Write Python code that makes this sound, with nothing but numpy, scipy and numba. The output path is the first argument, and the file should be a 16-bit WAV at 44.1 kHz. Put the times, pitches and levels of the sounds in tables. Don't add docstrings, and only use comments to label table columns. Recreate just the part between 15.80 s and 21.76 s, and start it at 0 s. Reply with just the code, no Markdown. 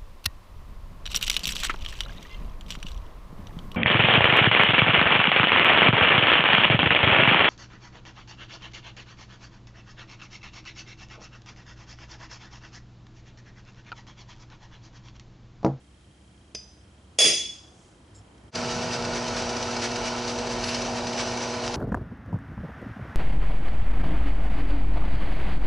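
import sys
import numpy as np
from scipy import signal
from scipy.fft import rfft, irfft, next_fast_len
from scipy.io import wavfile
from scipy.ndimage import uniform_filter1d
from numba import njit

SR = 44100
rng = np.random.default_rng(int(sys.argv[2]) if len(sys.argv) > 2 else 0)


def gain_from_decibels(decibels):
    exponent = np.asarray(decibels, float) / 20
    return 10 ** exponent


def store_wav(level_fs):
    pcm = np.round(np.clip(np.atleast_2d(level_fs), -1, 1) * 32767)
    wavfile.write(sys.argv[1], SR, pcm.T.astype(np.int16))


N = 262836
T = np.arange(N) / SR
M = next_fast_len(N + SR)
F = np.arange(M // 2 + 1) * SR / M + 0.00085

# first_out_start_s, first_out_end_s, second_in_start_s, second_in_end_s
SHOT_CHANGE_S = (2.688, 2.713, 2.695, 2.757)

# freq_hz, t60_s
ROOM_T60 = [(125, 0.54), (500, 0.37), (2000, 0.48), (5000, 0.65), (10000, 0.41)]
# freq_hz, density_db_per_hz
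QUIET_SPECTRUM = [(15, -56.5), (25, -38.5), (47, -8.5), (69, -6), (198, -11.5), (249, -15), (338, -12),
                  (415, -19.5), (448, -19), (2130, -29), (3200, -30.5), (3460, -32), (11200, -39),
                  (14600, -72.5), (22000, -120)]
# freq_hz, likeness_0_1
QUIET_ALIKE = [(60, 1.0), (130, 1), (270, 0.92), (560, 0.4), (1180, 0.1), (2500, 0.03), (5270, 0.27),
               (11100, 0.66)]
# time_s, level_db
TRAFFIC = [(0, -2), (.7, -0.5), (1.2, 0), (1.7, 3), (2.2, 1.5), (2.7, 5)]
# freq_hz, share_ratio
TRAFFIC_SHARE = [(60, .1), (120, 0.52), (300, 1.1), (960, 1.3), (2700, .05)]
# time_s, level_db, length_s
THUDS = [(.68, 2.5, .25), (1.134, -1.5, .15), (1.653, 3.5, .12), (2.55, 1.5, .25)]
# start_s, end_s, pitch_hz, level_db
DRONES = [(0, 1.3, 68.9, -61.5), (.25, 1.35, 297.6, -75), (.25, 1.3, 198, -67.5), (1., 1.67, 88, -62),
          (1.7, 1.7, 125, -59.5), (2.31, 2.44, 100.4, -55.5), (2.31, 3.4, 60.4, -62.5)]

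# time_s, peak_db
BLOWS = [
    (0.748, -27),
    (1.387, -9),
]
# freq_hz, level_db, t60_s
HAMMER_MODES = [(4818, -18, .34), (4953, -8, .7), (5281, -10, .6), (5981, -13, .46), (6013, -8, .3),
                (6164, -4, .28), (6595, -18, .28), (7354, -28, .2),
                (3000, -15.5, 0.11), (3630, -10, .08), (8150, -30, 0.083), (9330, -18.5, 0.12),
                     (10750, -30.5, 0.037)]
TUBE_HZ = [2078, 2385, 2579, 2702, 2885, 3394, 3416, 3500, 3618, 4861, 4907, 4926, 5114, 5286, 5480, 5819,
           6067, 6315, 6519, 6790, 7230, 7483, 8818, 9200, 9454, 9502, 9593, 10300, 10620]
# level_db, t60_s
TUBE_DECAY = [(-24.5, .4), (-23.5, 0.86), (-23.5, 0.79), (-26.5, 0.88), (-15.5, 0.33), (-4.5, 1),
              (-2.5, 0.66), (-13.5, 0.513), (-14.5, .35), (-13.5, .6), (-8.5, 0.75), (-3, .45), (-22.5, .7),
              (-20, .6), (-30, 0.51), (-24, .45), (-17, 0.99), (-17.5, 0.403), (-1, 0.25), (-20, 0.5),
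              (-13, 0.56), (-19, 0.19), (-28.5, 0.42), (-21.5, 0.66), (-12, 0.31), (-5, 0.45), (-16, 0.15),
              (-10, .1), (-16.5, 0.3)]
# freq_hz, density_db_per_hz
TAP_CRACK = [(59, -33), (100, -8), (420, -7.5), (2330, -20), (4360, -12), (5110, 2), (6470, -30.5),
             (11000, -42.5), (14300, -78.5), (22000, -120)]
# freq_hz, density_db_per_hz
STRIKE_CRACK = [(180, -36), (300, -7), (565, -7), (862, -30), (2100, -9.5), (3060, -28.5), (3400, -9),
                (3950, -20), (5020, -6.5), (8390, -16.5), (9600, -11.5), (11000, -23.5), (14300, -55),
                (22000, -120)]
# delay_s, pitch_hz, width_octaves, level_db, rise_s
TAP_SWELLS = [(0, 351.9, 0.5, -38.5, 0.0019), (0, 2800, .6, -40.5, 0.0029)]
# delay_s, pitch_hz, width_octaves, level_db, rise_s
STRIKE_SWELLS = [(0, 377.6, 0.44, -32, 0.021), (0, 2300, 0.38, -24.5, 0.014), (0, 4550, 0.46, -26, 0.019),
                 (0, 1105, .45, -34.5, 0.0092), (0.061, 2710, 0.355, -26, 0.0092),
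                 (0.059, 297, 0.71, -30.5, 0.013)]
# freq_hz, level_db, t60_s
PUNCH_MODES = [(5340, -5, 0.5), (5804, -17, 0.21), (6169, -20.5, 0.53), (6900, 0.5, 0.17),
               (7450, -1.5, 0.27), (7900, -11, 0.17), (8543, -22, 0.16), (9685, -14, 0.3)]
# start_s, end_s, level_db
SCRAPES = [
    (2.348, 2.395, -58.5),
    (2.578, 2.587, -57),
]
# time_s, length_s, pitch_hz, width_octaves, level_db
SLEEVE = (2.02, .1, 6300, .45, -65.5)

HUM_DB = [-45, -36.5, -43, -39, -79, -97, -49.5, -51]
SLOT_DB = [-66, -70, -40.5, -85, -45, -46.5]
# freq_hz, level_db
PULLEY = [(43, -52), (93, -52), (101, -54), (380, -52), (691, -50), (737, -48)]
# freq_hz, density_db_per_hz
RUMBLE = [(25, -9), (45, -1), (75, -8), (100, 1), (160, -19.5), (225, -1.5), (295, -8.5), (385, 1),
          (440, -5), (625, 0.5), (785, -2), (950, -1.5), (1150, -10), (2500, -27.5), (5000, -60)]
# freq_hz, density_db_per_hz
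CUT_SPECTRUM = [(650, -25), (1100, 3), (1490, 4.5), (1670, 1), (2090, -2.5), (2260, 0.5), (2850, -2),
                (3300, -4.5), (4810, -3), (5510, -4.5), (5900, -1.5), (6320, -8), (8620, -20), (10800, -32),
                (11200, -42), (14600, -66), (22000, -120)]
# freq_hz, width_hz, level_db
CUT_RING = [(1844, 70, -5), (2273, 90, -4), (2694, 120, -6), (2930, 110, -5), (3080, 40, -4),
            (3885, 150, -10), (4757, 90, -1), (4936, 60, -1), (5229, 70, -4), (5513, 60, -4),
            (5830, 90, -4), (5946, 45, 1), (6454, 60, -8), (6700, 60, -11), (7800, 80, -17)]
# freq_hz, likeness_0_1
DRILL_ALIKE = [(60, 0.99), (130, 0.96), (270, 0.87), (560, 0.74), (1180, 0.72), (2500, 0.78), (5270, 0.85),
               (11100, 0.63)]
# time_s, pitch_hz
WHISTLE = [(2.7, 4335), (4.9, 4312), (5.3, 4280), (6., 4220)]
LONG_LIP_DB = [-32, -28.5, -29, -30, -39, -25, -28, -30, -31.5, -33, -32, -26, -32, -32.5]
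# time_s, level_db
SNAPS = [(2.757, -25.5), (2.951, -31), (3.03, -43), (3.254, -30), (3.485, -29.5), (3.571, -28.5),
         (3.625, -30.5), (3.696, -31), (3.771, -29.5), (3.831, -30.5), (3.914, -34), (3.97, -31),
         (4.023, -32), (4.119, -32), (4.163, -29), (4.421, -40), (4.479, -32), (4.59, -29.5), (4.674, -33),
         (4.843, -27), (4.892, -28.5), (4.95, -26.5), (5.024, -31), (5.273, -28), (5.335, -31.5),
         (5.38, -31), (5.476, -33), (5.522, -37), (5.577, -31.5), (5.945, -31)]
# time_s, squeal_db, length_ms
GRABS = [(2.97, -65, 40), (4.04, -63, 32), (4.89, -59, 110), (5.02, -70, 30), (5.17, -68, 30),
         (5.41, -62, 37), (5.96, -57, 50)]
# time_s, level_db
FEED = [(2.75, -33.5), (3.1, -35.5), (3.6, -35), (4.1, -35), (4.75, -36.5), (4.89, -32.5), (5.2, -37.5),
        (5.45, -34.5), (5.96, -37)]
# freq_hz, level_db, t60_s
BIT_MODES = [(2720, -2, 0.038), (4290, -2.5, 0.085), (4890, -4, 0.056), (4980, -4, .06), (5120, 0, 0.044),
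             (5990, -1.5, 0.081)]

DRUM_HZ, FIRST_TICK_S = 29.97, .0108
MAGNET_HZ, SLOT_HZ = 120.03, 644.
TURN_S, FIRST_BITE_S = .2265, 2.912
LONG_LIP_MS, SHORT_LIP_MS, SHORT_LIP_DB, SNAP_MS = 43, 22, -36, 8.4
BELT_DB, BELT_SETTLED_DB, BELT_SETTLES_S, BELT_TAKES_S = -39, -49.5, 3.44, 0.21
HOUSING_DB, HOUSING_SETTLED_DB, HOUSING_SETTLES_S, HOUSING_TAKES_S = -40.5, -45, 4.46, 0.22
SQUEAL_DB = -71
WHISTLE_DB, WHISTLE_DB_PER_FORCE_DB, WHISTLE_GRAB_DB = -46.5, .8, 14


def on_log(table, hz):
    table_hz, value = np.array(table).T
    return np.interp(np.log(hz), np.log(table_hz), value)


def curves(table):
    s, *columns = np.transpose(table)
    return [np.interp(T, s, c) for c in columns]


def level(x, db):
    return x * gain_from_decibels(db) / np.sqrt(np.mean(x ** 2))


def shape(x, gain):
    return irfft(rfft(x, M) * gain, M)[..., :x.shape[-1]]


def band(hz, octaves):
    return np.exp(-.5 * (np.log2(F / hz) / octaves) ** 2)


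def bump(s, length_s):
    return np.exp(-.5 * ((T - s) / length_s) ** 2)


def burst(s, top_s):
    u = np.clip(T - s, 0, None) / top_s
    return u * np.exp(1 - u)


def gate(start_s, end_s, soft_samples):
    return uniform_filter1d(1. * (T > start_s) * (T < end_s), size=soft_samples)


def settle(first_db, last_db, s, takes_s):
    return last_db + (first_db - last_db) * (.5 - .5 * np.tanh((T - s) / takes_s))


def walk(rate_hz):
    k = int(SR / rate_hz)
    held = np.repeat(rng.standard_normal(N // k + 1), k)
    return 1.5 * uniform_filter1d(uniform_filter1d(held, k), k)[:N]


def ring(x, modes, hold):
    out = 0
    for hz, db, t60_s in modes:
        pole = np.exp((2j * np.pi * hz - np.log(1000) / (hold * t60_s)) / SR)
        out = out + gain_from_decibels(db) * signal.lfilter([1], [1, -pole], x).imag
    return out


def pair(mid, side, alike):
    c = np.clip(on_log(alike, F), 0, .995) ** .5
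    mid, side = shape(mid, np.sqrt(1 + c)), shape(side, np.sqrt(1 - c))
    return np.array([mid + side, mid - side]) / 2


@njit
def follow(x, attack, release):
    e, out = 0., np.empty(len(x))
    for i in range(len(x)):
        e += (x[i] - e) * (attack if x[i] > e else release)
        out[i] = e
    return out


def quiet():
    (near_db,), street = curves(TRAFFIC), 0
    thud_db = sum(db * bump(s, length_s) for s, db, length_s in THUDS)
    for hz in 30 * 2 ** np.arange(0, 8.6, .5):
        flicker_db = 0.4 * walk(8.4)
        db = on_log(TRAFFIC_SHARE, hz) * near_db + thud_db / (1 + (hz / 130.0) ** 4) + flicker_db
        colour = band(hz, 0.29) * gain_from_decibels(on_log(QUIET_SPECTRUM, F))
        street = street + gain_from_decibels(db) * shape(rng.standard_normal((2, N)), colour)
    ticks = np.zeros(N)
    at = (SR * np.arange(FIRST_TICK_S, 2.75, 1 / DRUM_HZ)).astype(int)
    ticks[at] = gain_from_decibels(1.2 * rng.standard_normal(len(at)))
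    drum = shape(ring(ticks, [(3180, -1.5, 0.035), (2460, -13, .02)], 1), band(3000, 0.4))
    return level(pair(*street, QUIET_ALIKE), -52.5) + gain_from_decibels(-57) * drum


def drones():
    out = 0
    for start_s, end_s, hz, db in DRONES:
        gain = gain_from_decibels(db + 5.5 + 1.0 * walk(12.56))
        tone = np.cos(2 * np.pi * hz * T + 0.99 * walk(5.6))
        out = out + gain * tone * gate(start_s, end_s, 2000)
    return out


def room_tail(rise_s):
    t = T[:SR]
    x = 0
    for hz in 90 * 2 ** np.arange(0, 7.6, .75):
        decay = gain_from_decibels(-60 * t / on_log(ROOM_T60, hz))
        x = x + shape(rng.standard_normal((2, SR)), band(hz, 0.4)) * decay
    return rfft(x * (1 - np.exp(-t / rise_s)) / np.sqrt(np.sum(x ** 2) / 2), M)


def scrape():
    grit = level(rng.standard_normal(N) * gain_from_decibels(2.2 * rng.exponential(size=N)), 0)
    (drag_start_s, drag_end_s, drag_db), (brush_start_s, brush_end_s, brush_db) = SCRAPES
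    brushing = (T > brush_start_s) * (T < brush_end_s)
    brush = gain_from_decibels(brush_db) * brushing * shape(grit, band(5000, .5))
    push = gate(drag_start_s, drag_end_s, 800) * gain_from_decibels(2.3 * walk(70))
    s, length_s, hz, octaves, sleeve_db = SLEEVE
    sleeve = bump(s, length_s) * level(shape(grit, band(hz, octaves)), sleeve_db)
    return ring(gain_from_decibels(drag_db - 14) * push * grit, PUNCH_MODES, 0.069) + brush + sleeve


def boom(s, hz, octaves, db, top_s):
    return level(shape(rng.standard_normal(N), band(hz, octaves)), db) * burst(s, top_s)


def blow(s, db, modes, hold, crack, crack_db, crack_s, first_db, lag_s):
    sample = np.arange(N)
    click = gain_from_decibels(first_db) * (sample == int(s * SR)) + (sample == int((s + lag_s) * SR))
    noise = level(shape(rng.standard_normal(N), gain_from_decibels(on_log(crack, F))), crack_db)
    thin = signal.butter(3, 1350, "high", fs=SR, output="sos")
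    return gain_from_decibels(db) * (signal.sosfilt(thin, ring(click, modes, hold)) + noise * burst(s, crack_s))


def bench():
    (tap_s, tap_db), (strike_s, strike_db) = BLOWS
    tube = [(hz, *row) for hz, row in zip(TUBE_HZ, TUBE_DECAY)]
    tap = blow(tap_s, tap_db - 2.0, HAMMER_MODES, 0.26, TAP_CRACK, -2, 0.0017, -9, 0.0028)
    tap = tap + sum(boom(tap_s + s, *row) for s, *row in TAP_SWELLS)
    strike = blow(strike_s, strike_db + 3.5, tube, 0.27, STRIKE_CRACK, 1.9, 0.0014, -17.0, .0007)
    ahead = gain_from_decibels(-40) * np.roll(strike, -int(.003 * SR))
    strike = strike + ahead + sum(boom(strike_s + s, *row) for s, *row in STRIKE_SWELLS)
    drag = scrape()
    mid, side = shape(gain_from_decibels(-9) * tap + gain_from_decibels(-0.5) * strike + gain_from_decibels(-17) * drag, room_tail(0.003))
    room = mid + gain_from_decibels(-8.5) * side * np.array([[1], [-1]])
    return tap + strike + drag + room + quiet() + drones()


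def motor(belt_db, housing_db):
    lines = [(k * MAGNET_HZ, db) for k, db in enumerate(HUM_DB, 1)] + PULLEY
    lines += [(SLOT_HZ + k * MAGNET_HZ, db) for k, db in enumerate(SLOT_DB, -2)]
    hum = 0
    for hz, db in lines:
        sway_db, sway_rad = .7 * walk(8), .15 * walk(5)
        hum = hum - gain_from_decibels(db + 2 + sway_db) * np.cos(2 * np.pi * hz * T + sway_rad)
    shake = 1 + 0.033 * np.cos(2 * np.pi * MAGNET_HZ * T)
    noise = rng.standard_normal((3, 2, N)) * shake * gain_from_decibels(0.59 * walk(18))
    rumble = level(shape(noise[0], gain_from_decibels(on_log(RUMBLE, F))), -34.5)
    belt = gain_from_decibels(belt_db - 1) * level(shape(noise[1], band(157, 0.34)), 0)
    housing_bands = band(1322, 0.022) + 0.72 * band(1459, 0.038)
    housing = gain_from_decibels(housing_db - 3) * level(shape(noise[2], housing_bands), 0)
    return hum * np.array([[1], [0]]) + rumble + belt + housing


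def whistle(hz, db):
    shake_hz, shake_db = 15 * walk(150), 1.5 * walk(35)
    phase = 2 * np.pi * np.cumsum(hz + shake_hz) / SR
    return gain_from_decibels(db - 0.5 + shake_db) * np.sin(phase) * np.array([[1], [.3]])


def pings():
    s, db = np.transpose(SNAPS)
    scatter, out = rng.standard_normal((len(BIT_MODES), len(s))), 0
    for mode, chance in zip(BIT_MODES, scatter):
        knocks = np.zeros(N)
        knocks[(SR * (s - .004)).astype(int)] = gain_from_decibels(db - 7.5 + 3.1 * chance)
        out = out + ring(knocks, [mode], 1)
    return out * np.array([[1], [.3]])


def bites():
    at = FIRST_BITE_S + TURN_S * np.arange(len(LONG_LIP_DB))
    rows = [(s, db, LONG_LIP_MS) for s, db in zip(at, LONG_LIP_DB)]
    rows += [(s + TURN_S / 2, SHORT_LIP_DB, SHORT_LIP_MS) for s in at]
    rows += [(s, db, SNAP_MS) for s, db in SNAPS]
    return np.sqrt(sum(gain_from_decibels(db - 4.5) ** 2 * bump(s, 0.00029 * ms) for s, db, ms in rows))


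def cutting(feed_db, bite, squeal_gain):
    chips = rng.standard_normal((2, 2, N)) * gain_from_decibels(2.2 * rng.exponential(size=(2, 1, N)))
    colour = gain_from_decibels(on_log(CUT_SPECTRUM, F)) * band(6900, 2.3)
    rub, tear = level(shape(chips, colour), 0.65)
    tear = shape(tear, (F / 4000) ** 0.096)
    rings = 0
    for hz, width_hz, db in CUT_RING:
        uneven_db = 2.2 * walk(15)
        resonance = 1 / (1 + 1j * (F - hz) / (0.23 * width_hz))
        rings = rings + gain_from_decibels(db + uneven_db) * level(shape(chips[0], resonance), 0) * np.sqrt(width_hz)
    squeal = level(shape(rng.standard_normal((2, N)), band(10530, .006)), 1)
    rubbing = gain_from_decibels(feed_db - 3) * (rub + level(rings, -6))
    tearing = bite * (tear + level(rings, -13.5))
    return rubbing + tearing + squeal_gain * squeal


def drill_press():
    (feed_db,), bite = curves(FEED), bites()
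    grab = sum(gain_from_decibels(db) * bump(s, 0.00037 * ms) for s, db, ms in GRABS)
    force_db = 10 * np.log10(1 + (bite / gain_from_decibels(feed_db + 6)) ** 2) + feed_db - np.mean(feed_db)
    belt_db = settle(BELT_DB, BELT_SETTLED_DB, BELT_SETTLES_S, BELT_TAKES_S)
    housing_db = settle(HOUSING_DB, HOUSING_SETTLED_DB, HOUSING_SETTLES_S, HOUSING_TAKES_S) + 0.35 * force_db
    sing = gain_from_decibels(WHISTLE_DB + WHISTLE_DB_PER_FORCE_DB * force_db) + gain_from_decibels(WHISTLE_GRAB_DB) * grab / 2
    machine = motor(belt_db, housing_db)
    cut = cutting(feed_db, bite, gain_from_decibels(SQUEAL_DB) + grab)
    return machine + cut + pings() + whistle(*curves(WHISTLE), 20 * np.log10(sing))


def scene():
    out_start_s, out_end_s, in_start_s, in_end_s = SHOT_CHANGE_S
    fade_out = np.clip((out_end_s - T) / (out_end_s - out_start_s), 0, 1)
    fade_in = np.clip((T - in_start_s) / (in_end_s - in_start_s), 0, 1) ** 4.1
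    press = np.sqrt(2) * pair(*drill_press(), DRILL_ALIKE)
    balance_db = np.array([[-.25], [.25]])
    return (bench() * fade_out + press * fade_in) * gain_from_decibels(balance_db)


def band_limit(x):
    return signal.sosfilt(signal.butter(12, 11050, fs=SR, output="sos"), x)


def record(dry):
    bass_cut = signal.butter(3, 36, "high", fs=SR, output="sos")
    top_cut = signal.ellip(10, .3, 75, 10950, fs=SR, output="sos")
    dry = signal.sosfilt(bass_cut, dry)
    loud = np.roll(follow(np.abs(dry).max(axis=0), 0.12, 0.0031), shift=-40)
    limited = dry * np.minimum(1, gain_from_decibels(-8.5) / (loud + 1e-9)) ** 1.07
    mix = signal.sosfilt(top_cut, .55 * np.tanh(limited / .55))
    return band_limit(mix)


dry = scene()
out = record(dry)
store_wav(out)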